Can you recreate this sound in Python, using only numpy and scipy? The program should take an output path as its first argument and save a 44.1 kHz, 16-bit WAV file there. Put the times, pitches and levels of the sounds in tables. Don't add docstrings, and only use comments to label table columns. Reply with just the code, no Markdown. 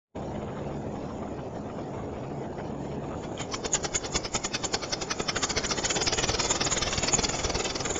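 import sys
import numpy as np
from scipy import signal
from scipy.fft import rfft, irfft, next_fast_len
from scipy.io import wavfile
from scipy.ndimage import uniform_filter1d

SR = 44100
rng = np.random.default_rng(int(sys.argv[2]) if len(sys.argv) > 2 else 0)


def wav_out(sig):
    wavfile.write(sys.argv[1], SR, np.round(np.clip(np.atleast_2d(sig).T, -1, 1) * 32767).astype(np.int16))


N = 352359
TIME = np.arange(N) / SR
HZ = np.maximum(np.fft.rfftfreq(next_fast_len(N), 1 / SR), 1)


def from_db(db):
    return 10 ** (np.asarray(db) / 20)


def unit_rms(x):
    return x / np.sqrt(np.mean(x ** 2) + 1e-20)


def curves(rows):
    times, *columns = np.transpose(rows)
    return [np.interp(TIME, times, column) for column in columns]


def drift(rate):
    slow = signal.resample_poly(rng.standard_normal(int(8.2 * 1000)), 4, 1)
    return unit_rms(np.interp(TIME * rate * 4, np.arange(len(slow)), slow))


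def noise(grain_db, grain_rate):
    return rng.standard_normal(N) * from_db(grain_db * np.clip(drift(grain_rate), -2, 2))


def colour(x, spectrum):
    hz, db = np.transpose(spectrum)
    gain = from_db(np.interp(np.log(HZ), np.log(np.sort(hz)), db))
    return unit_rms(irfft(rfft(x, next_fast_len(N)) * gain)[:N])


def flicker(x, depth_db, rate, bands=48):
    hz, times, cells = signal.stft(x, SR, nperseg=1024, noverlap=768)
    centres = np.linspace(100, 6400, bands)
    chance = rng.standard_normal((bands, 400))
    levels = np.array([np.interp(times * rate, np.arange(len(row)), row) for row in chance])
    per_bin = np.array([np.interp(hz, centres, now) for now in np.clip(levels.T, -2, 1)]).T
    return signal.istft(cells * from_db(depth_db * per_bin), SR, nperseg=1024, noverlap=768)[1][:N]


def even(x, over_s):
    span = max(int(over_s * SR), 1)
    power = uniform_filter1d(uniform_filter1d(x ** 2, span), span)
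    return x / np.sqrt(np.abs(power) + 1e-9)


def swells(times, widths, levels_db, steepness, rise=1, squareness=2):
    coarse = TIME[::16, None]
    offset = (coarse - times) / widths
    distance = np.abs(np.where(offset < 0, offset / rise, offset))
    power = from_db(levels_db) ** 2 * (1 + distance ** squareness) ** -steepness
    return np.interp(TIME, coarse[:, 0], np.sqrt(power.sum(axis=1)))


def pops(rows, ring_s):
    out, t = np.zeros(N + SR), TIME[:SR // 12]
    envelope = (t / ring_s * np.exp(1 - t / ring_s)) ** 2
    for onset, hz, db in rows:
        start = round(onset * SR)
        out[start:start + len(t)] += from_db(db) * envelope * np.sin(2 * np.pi * hz * t)
    return out[:N]


# (frequency [Hz], relative level [dB])
RUSH_SPECTRUM = [(20, -10.5), (48, -19), (68, -0.5), (125, 1.5), (300, 1.5), (700, -2.5), (900, -7),
                 (1200, -22), (2000, -31.5), (4000, -40), (7000, -72)]
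DUCT_HISS_SPECTRUM = [(500, -16.5), (1100, 3.5), (2000, -2), (3500, -8), (4200, -12), (5000, -11.5),
                      (5500, -8.5), (6200, -15), (7300, -29.5), (7600, -48.5)]
# (harmonic number, relative level [dB]), and their fundamental
BLOWER, BLOWER_HZ = [(1, -53), (2, -48), (3, -48), (4, -53.5), (5, -56.5), (6, -56)], 70.14
# (time [s], rush level [dB], hum gain [dB], sizzle level [dB])
BACKGROUND = [(.16, -36, 3, -62.5), (1.5, -36, -1, -64.5), (3.1, -36, 3.5, -65), (3.3, -34.5, -10, -54),
              (3.6, -38.5, -13.5, -56.5), (4.5, -41.5, -10.5, -50.5), (5.5, -39.5, -7, -41),
              (8.0, -41, -9.5, -36)]
def ventilation(rush_db, hum_db):
    gust = np.clip(drift(32), -2, 1.5)
    rush = colour(noise(grain_db=0.93, grain_rate=83), RUSH_SPECTRUM) * from_db(0.8 * gust)
    hiss = flicker(noise(grain_db=1.5, grain_rate=97), depth_db=9, rate=20.5)
    hiss = even(colour(hiss, DUCT_HISS_SPECTRUM), over_s=0.027) * from_db(gust - 19)
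    phase = 2 * np.pi * np.cumsum(BLOWER_HZ * (1 + 0.00354 * drift(5))) / SR
    hum = 0
    for harmonic, db in BLOWER:
        amplitude = np.sqrt(2) * from_db(db + 3.1 * drift(5.8))
        hum += amplitude * np.sin(harmonic * phase + 0.88 * drift(14) + rng.uniform(0, 2 * np.pi))
    return from_db(rush_db) * (rush + hiss) + from_db(hum_db) * hum


# (frequency [Hz], relative level [dB])
SIZZLE_SPECTRUM = [(5900, -47.5), (6300, -18.5), (6420, 3.5), (6900, 5.5), (7270, 4.5), (7380, -29.5),
                   (8600, -33.5), (8850, -22), (9300, -72.5)]
# (time [s], width [s], relative level [dB])
SIZZLE_FLARES = [(3.415, 0.024, -40.5), (3.555, 0.027, -45), (3.664, 0.0089, -35), (3.744, 0.018, -24.5),
                 (3.843, 0.024, -38), (3.962, 0.019, -25.5), (4.065, 0.0084, -40), (4.126, 0.02, -41.5),
                 (4.165, 0.018, -29.5), (4.355, 0.022, -29.5), (4.454, 0.02, -31.5), (4.654, 0.018, -31.5),
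                 (4.739, 0.016, -34), (4.905, 0.02, -46), (5.024, 0.01, -33.5), (5.215, 0.018, -41.5),
                 (5.377, 0.025, -33.5), (5.44, 0.019, -27.5), (5.506, 0.018, -33.5), (5.666, 0.012, -34.5),
                 (5.705, 0.023, -39), (5.786, 0.03, -37), (5.856, 0.01, -25), (5.908, 0.025, -31),
                 (5.953, 0.028, -33.5), (6.034, 0.016, -29.5), (6.063, 0.014, -36), (6.141, 0.015, -33),
                 (6.189, 0.045, -35), (6.284, 0.016, -34), (6.418, 0.041, -35), (6.454, 0.018, -34),
                 (6.509, 0.019, -23.5), (6.558, 0.016, -34), (6.654, 0.011, -26.5), (6.725, 0.021, -25),
                 (6.784, 0.017, -30), (6.921, 0.044, -38), (6.965, 0.022, -41), (6.992, 0.027, -37),
                 (7.039, 0.017, -30), (7.072, 0.011, -35), (7.143, 0.021, -22.5), (7.237, 0.024, -32.5),
                 (7.298, 0.018, -32), (7.36, 0.012, -37), (7.393, 0.0092, -36), (7.442, 0.013, -33.5),
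                 (7.599, 0.018, -36), (7.648, 0.016, -35.5), (7.855, 0.011, -33.5), (7.906, 0.016, -33.5),
                 (7.964, 0.016, -37)]
def sizzle(bed_db):
    times, _, _, _, hiss_db = np.transpose(FIN_STROKES)
    dips = swells(times, widths=0.032, levels_db=hiss_db + 34, steepness=2.2)
    bed = from_db(bed_db + 2 * drift(18)) / (1 + dips ** 2)
    flares = swells(*np.transpose(SIZZLE_FLARES), steepness=4.35, rise=0.92) * from_db(2.5 + drift(300))
    band = colour(noise(grain_db=4.5, grain_rate=110), SIZZLE_SPECTRUM)
    return even(band, over_s=0.013) * np.hypot(bed, flares)


# (frequency [Hz], relative level [dB])
RUSTLE_SPECTRUM = [(600, 0.5), (950, 0), (1220, 4.5), (1480, -0.5), (1750, -3), (2150, -0.5), (2550, -1),
                   (2800, -5), (3050, 2.5), (3250, -3), (3500, 1), (3750, -3), (4300, -15), (6000, -54)]
# (time [s], width [s], relative level [dB])
FOIL_STIRS = [(0.167, 0.019, -47.5), (0.232, 0.018, -53.5), (0.361, 0.017, -49.5), (0.428, .013, -46.5),
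              (0.49, .022, -47.5), (0.578, .03, -50), (0.645, 0.018, -52.5), (0.718, 0.034, -49.5),
              (0.96, 0.014, -51), (1.034, 0.028, -51.5), (1.101, .013, -50.5), (1.229, .012, -46.5),
              (1.279, .013, -50.5), (1.396, .016, -50), (1.452, 0.012, -52.5), (1.568, 0.0084, -50),
              (1.703, .013, -52), (1.794, 0.018, -48), (1.945, 0.018, -50), (1.995, 0.024, -49),
              (2.092, 0.0091, -53.5), (2.158, 0.031, -51.5), (2.238, .022, -53), (2.315, 0.011, -50),
              (2.45, 0.017, -48), (2.6, 0.022, -48), (2.703, .013, -50.5), (2.75, 0.014, -55),
              (2.857, 0.0094, -51.5), (2.922, .012, -50), (3.043, .014, -52), (3.136, .024, -48)]
def stirs(tilt_db_per_octave=-9.5):
    dull = [(hz, db + tilt_db_per_octave * np.log2(hz)) for hz, db in RUSTLE_SPECTRUM]
    foil = colour(flicker(noise(grain_db=3.5, grain_rate=500), depth_db=6, rate=22), dull)
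    return even(foil, over_s=0.012) * swells(*np.transpose(FOIL_STIRS), steepness=2.6) * from_db(11.5)


def hall(x, t60_s=2.6, build_s=0.15, dull_hz=1700):
    t = TIME[:2 * SR]
    tail = rng.standard_normal(len(t)) * from_db(-60 * t / t60_s) * np.clip(t / build_s, 0, 1)
    tail /= np.sqrt(np.sum(tail ** 2))
    dull_tail = signal.sosfilt(signal.butter(1, dull_hz, fs=SR, output="sos"), tail)
    return signal.fftconvolve(x, dull_tail)[:N]


# (frequency [Hz], relative level [dB])
PUFF_SPECTRUM = [(40, -7.5), (130, -2.5), (260, -4.5), (430, 2), (600, -4), (800, -2.5), (1050, -12.5),
                 (2000, -59.5)]
FOIL_HISS_SPECTRUM = [(3500, -49), (4100, -2), (4450, 5.5), (4850, 3.5), (5300, 8), (5650, 3), (5950, 7),
                      (6100, -0.5), (7200, -17), (7400, -14), (8600, -52)]
# (time [s], relative level [dB])
FOIL_CRINKLES = [(3.523, -32.5), (5.631, -40), (5.696, -30.5), (5.869, -37), (6.318, -30), (6.43, -34),
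                 (6.538, -37), (6.637, -32), (6.861, -41), (6.915, -37), (7.155, -41), (7.327, -31)]
# (time [s], width [s], puff [dB], rustle [dB], hiss [dB])
FIN_STROKES = [(3.244, 0.013, -37, -43.5, -52), (3.408, 0.013, -30.5, -32, -45),
               (3.543, 0.0083, -35.5, -29, -29.5), (3.656, 0.0085, -30.5, -31.5, -32.5),
               (3.753, 0.01, -29.5, -27, -30.5), (3.852, 0.0079, -27, -29, -28),
               (3.955, 0.0085, -30, -27.5, -32), (4.054, 0.012, -28.5, -33.5, -35),
               (4.159, 0.0097, -22.5, -25, -27), (4.255, 0.01, -29.5, -32, -30.5),
               (4.357, 0.0088, -23, -26.5, -28.5), (4.451, 0.0073, -28, -30.5, -29),
               (4.551, 0.0092, -32, -26.5, -26), (4.646, 0.0099, -25, -31, -32.5),
               (4.746, 0.0069, -22.5, -27, -23), (4.838, 0.012, -29.5, -33, -34),
               (4.933, 0.007, -29, -28.5, -23), (5.023, 0.0076, -28, -33, -31),
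               (5.115, 0.0078, -38.5, -26, -25.5), (5.204, 0.0086, -25, -30.5, -37),
               (5.294, 0.0073, -28.5, -25, -23.5), (5.368, 0.0069, -28.5, -25, -33.5),
               (5.438, 0.0088, -27.5, -24.5, -26), (5.507, 0.0091, -41.5, -30, -28),
               (5.579, 0.0095, -24.5, -26, -24), (5.649, 0.009, -31, -28, -29),
               (5.717, 0.01, -29.5, -26.5, -24.5), (5.786, 0.01, -27, -29.5, -34.5),
               (5.851, 0.012, -31, -26.5, -28.5), (5.909, 0.0067, -30.5, -25, -27.5),
               (5.969, 0.009, -23.5, -26.5, -29), (6.018, 0.0077, -27, -28, -26),
               (6.078, 0.008, -38, -24.5, -20.5), (6.132, 0.0079, -23.5, -28, -24.5),
               (6.189, 0.0086, -23.5, -24.5, -31), (6.24, 0.0087, -26.5, -25.5, -25),
               (6.296, 0.0093, -24.5, -26, -27), (6.348, 0.009, -29, -29.5, -26),
               (6.402, 0.0086, -27, -25, -24), (6.454, 0.016, -25.5, -30.5, -31),
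               (6.512, 0.01, -26, -26.5, -31.5), (6.561, 0.011, -27, -30.5, -31.5),
               (6.616, 0.0072, -27, -25, -24), (6.671, 0.008, -25, -27.5, -27),
               (6.724, 0.01, -32.5, -27.5, -32.5), (6.774, 0.0096, -29.5, -26.5, -34),
               (6.828, 0.0072, -36.5, -25, -24), (6.877, 0.014, -27.5, -28.5, -31.5),
               (6.934, 0.01, -36, -27, -30.5), (6.983, 0.0067, -31, -28.5, -26.5),
               (7.04, 0.011, -23, -28.5, -33), (7.087, 0.0076, -30.5, -27.5, -22.5),
               (7.14, 0.0078, -23, -27, -39), (7.193, 0.0077, -24, -27, -26.5),
               (7.245, 0.0079, -25.5, -26.5, -25), (7.296, 0.0065, -33, -31, -36),
               (7.347, 0.014, -26.5, -32, -33), (7.398, 0.0099, -29.5, -31.5, -36),
               (7.452, 0.0092, -25.5, -29, -28), (7.502, 0.0062, -25, -31.5, -28),
               (7.555, 0.0085, -25, -30, -27.5), (7.605, 0.01, -26.5, -30, -34.5),
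               (7.658, 0.011, -30, -28.5, -32.5), (7.704, 0.0088, -44, -32.5, -30.5),
               (7.76, 0.0057, -28.5, -33, -27.5), (7.808, 0.0069, -28, -34.5, -29.5),
               (7.859, 0.0077, -27.5, -29, -42), (7.908, 0.0088, -24.5, -33.5, -46),
               (7.963, 0.01, -28.5, -33, -51)]
def fins():
    times, widths, puff_db, rustle_db, hiss_db = np.transpose(FIN_STROKES)
    crinkle_times, crinkle_db = np.transpose(FOIL_CRINKLES)

    puff = even(colour(noise(grain_db=1.5, grain_rate=270), PUFF_SPECTRUM), over_s=0.0054)
    puff *= swells(times, widths=0.0051, levels_db=puff_db, steepness=0.9, squareness=2.78)

    rustle = flicker(noise(grain_db=2.5, grain_rate=810), depth_db=11.5, rate=11, bands=64)
    rustle = even(colour(rustle, RUSTLE_SPECTRUM), over_s=0.0069)
    rustle *= swells(times, widths, rustle_db, steepness=1.03, squareness=3.4)

    strokes = swells(times, 0.91 * widths, hiss_db, steepness=1.09, rise=0.97, squareness=3.4)
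    crinkles = swells(crinkle_times, widths=0.011, levels_db=crinkle_db, steepness=8)
    hiss = flicker(noise(grain_db=1.5, grain_rate=810), depth_db=6.5, rate=16)
    hiss = even(colour(hiss, FOIL_HISS_SPECTRUM), over_s=0.011) * np.hypot(strokes, crinkles)

    shaking = even(noise(grain_db=5.5, grain_rate=720), over_s=0.008)
    rattle = frame(shaking * swells(times, widths, rustle_db, steepness=2.5))
    return from_db(-3) * puff + from_db(-3.5) * rustle + from_db(-2.26) * hiss + from_db(4.5) * rattle


# (frequency [Hz], bandwidth [Hz], gain [dB])
FRAME_MODES = [(384, 110, -2.5), (1223, 68, -8.5), (2156, 200, 1), (2530, 64, -16.5), (2700, 75, -4.5),
               (3170, 60, -20), (3310, 170, -2)]
def frame(force):
    out = 0
    for k, (hz, bandwidth, db) in enumerate(FRAME_MODES):
        radius = np.exp(-np.pi * bandwidth / SR)
        feedforward = (1 - radius ** 2) / 2 * np.array([1, 0, -1])
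        feedback = [1, -2 * radius * np.cos(2 * np.pi * hz / SR), radius ** 2]
        out += (-1) ** k * from_db(db) * signal.lfilter(feedforward, feedback, force)
    return out


def pings(count=6, low_hz=1151.6, high_hz=3597, ring_s=0.0045):
    rows = []
    for time, width, _, rustle_db, _ in FIN_STROKES:
        hz = low_hz + (high_hz - low_hz) * (np.arange(count) + rng.random(count)) / count
        onsets = time - ring_s + width * rng.uniform(-0.9, 0.3524, count)
        spectrum_db = np.interp(hz, *np.transpose(RUSTLE_SPECTRUM))
        scatter_db = 1.5 * rng.uniform(-1.3, 1, count)
        rows += zip(onsets, hz, rustle_db - 6.5 + spectrum_db + scatter_db)
    return pops(rows, ring_s)


def snaps(count=4):
    rows = []
    for time, width, _, rustle_db, _ in FIN_STROKES:
        for _ in range(count):
            onset = time + width * rng.uniform(-0.6, 0.5)
            rows.append((onset, rng.uniform(900, 5450), rustle_db + rng.uniform(-6.5, 3.5)))
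    return pops(rows, ring_s=0.0003)


# (frequency [Hz], relative level [dB])
GUST_SPECTRUM = [(20, -1.5), (50, 2), (90, -7), (140, -4), (260, -24), (600, -65.5)]
# (time [s], level [dB])
GUST_LEVELS = [(3.3, -46), (3.9, -37), (4.7, -43), (5.4, -40.5), (6.3, -36.5), (7.2, -40), (8.0, -41.5)]
def draught():
    times, *_ = np.transpose(FIN_STROKES)
    gust_db = np.interp(times, *np.transpose(GUST_LEVELS))
    air = colour(noise(grain_db=-2.5, grain_rate=60), GUST_SPECTRUM)
    return air * swells(times, widths=0.012, levels_db=gust_db, steepness=1.5)


def turning(dip_db=-5.5, lift_db=2):
    times, *_ = np.transpose(FIN_STROKES)
    turns = (times[1:] + times[:-1]) / 2
    dips, lifts = (swells(turns[k::2], widths=0.0092, levels_db=0, steepness=5.1) for k in (1, 0))
    return from_db(dip_db * dips + lift_db * lifts)


# (time [s], frequency [Hz], peak level [dB])
FOIL_CRACKS = [(3.377, 3230, -31), (3.7332, 6650, -18), (3.738, 6400, -18.5), (3.7507, 6900, -15.5),
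               (6.503, 6760, -19), (6.5165, 7050, -25), (7.1322, 6830, -18), (7.1435, 6850, -24),
               (7.2485, 4710, -17.5)]
def cracks():
    return pops(FOIL_CRACKS, ring_s=0.0014)


# (frequency [Hz], relative level [dB])
WHEEL_SPECTRUM = [(20, -18), (60, -1), (130, 0), (220, -5.5), (380, 8.5), (700, -5.5), (1300, -6.5),
                  (1800, -13.5), (3200, -29.5), (3900, -30), (5300, -9), (7200, -23.5), (7600, -47.5)]
# (time [s], rumble level [dB], reverberation gain [dB])
CAR_TRAVEL = [(0, -100, -17.5), (3.1, -99, -22), (3.5, -44.5, -18), (5.0, -45, -9), (6.0, -38.5, -10),
              (7.0, -44, -4), (8.0, -40.5, -5.5)]
def wheels(rumble_db):
    return from_db(rumble_db) * colour(noise(grain_db=3.5, grain_rate=120), WHEEL_SPECTRUM)


# (frequency ratio, relative level [dB])
KNOCK_PARTIALS = [(0.422, -4), (1.001, -2.5), (1.85, -15.5)]
# (time [s], frequency [Hz], level [dB])
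FRAME_KNOCKS = [(3.654, 440, -20), (3.747, 450, -29), (4.156, 402, -29), (4.742, 440, -28), (5.2, 450, -20),
                (5.571, 350, -23), (5.784, 410, -22.5), (6.181, 390, -23.5), (6.238, 393, -22.5),
                (7.032, 398, -21.5), (7.138, 377, -22), (7.188, 420, -20.5), (7.446, 403, -27)]
def knocks():
    rows = [(time, hz * ratio, db + partial_db)
            for time, hz, db in FRAME_KNOCKS for ratio, partial_db in KNOCK_PARTIALS]
    return pops(rows, ring_s=0.0031)


# (time [s], frequency [Hz], peak level [dB])
GUST_THUMPS = [(5.431, 85, -31), (5.566, 90, -27.5), (6.978, 80, -22), (7.135, 100, -31),
               (7.447, 65, -22.5), (7.547, 70, -27), (7.852, 70, -27)]
def thumps():
    return pops(GUST_THUMPS, ring_s=0.0051)


def scene():
    rush_db, hum_db, sizzle_db = curves(BACKGROUND)
    rumble_db, reverb_db = curves(CAR_TRAVEL)
    swing = turning()
    flaps = stirs() + swing * (fins() + pings() + snaps()) + cracks() + knocks()
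    reverb = from_db(reverb_db) * hall(flaps)
    gusts = draught() + thumps()
    treble = sizzle(sizzle_db)
    car = flaps + gusts + swing * wheels(rumble_db)
    return (car + reverb + ventilation(rush_db, hum_db) + treble)[None]


# (time [s], gain [dB])
FADE_IN = [(0, -89), (.138, -44), (.158, -0.5)]
def record(dry, cutoff_hz=9280):
    gain_db, = curves(FADE_IN)
    lowpass = signal.ellip(10, 0.1, 80, cutoff_hz, fs=SR, output="sos")
    return signal.sosfilt(lowpass, dry * from_db(gain_db))


dry = scene()
out = record(dry)
wav_out(out)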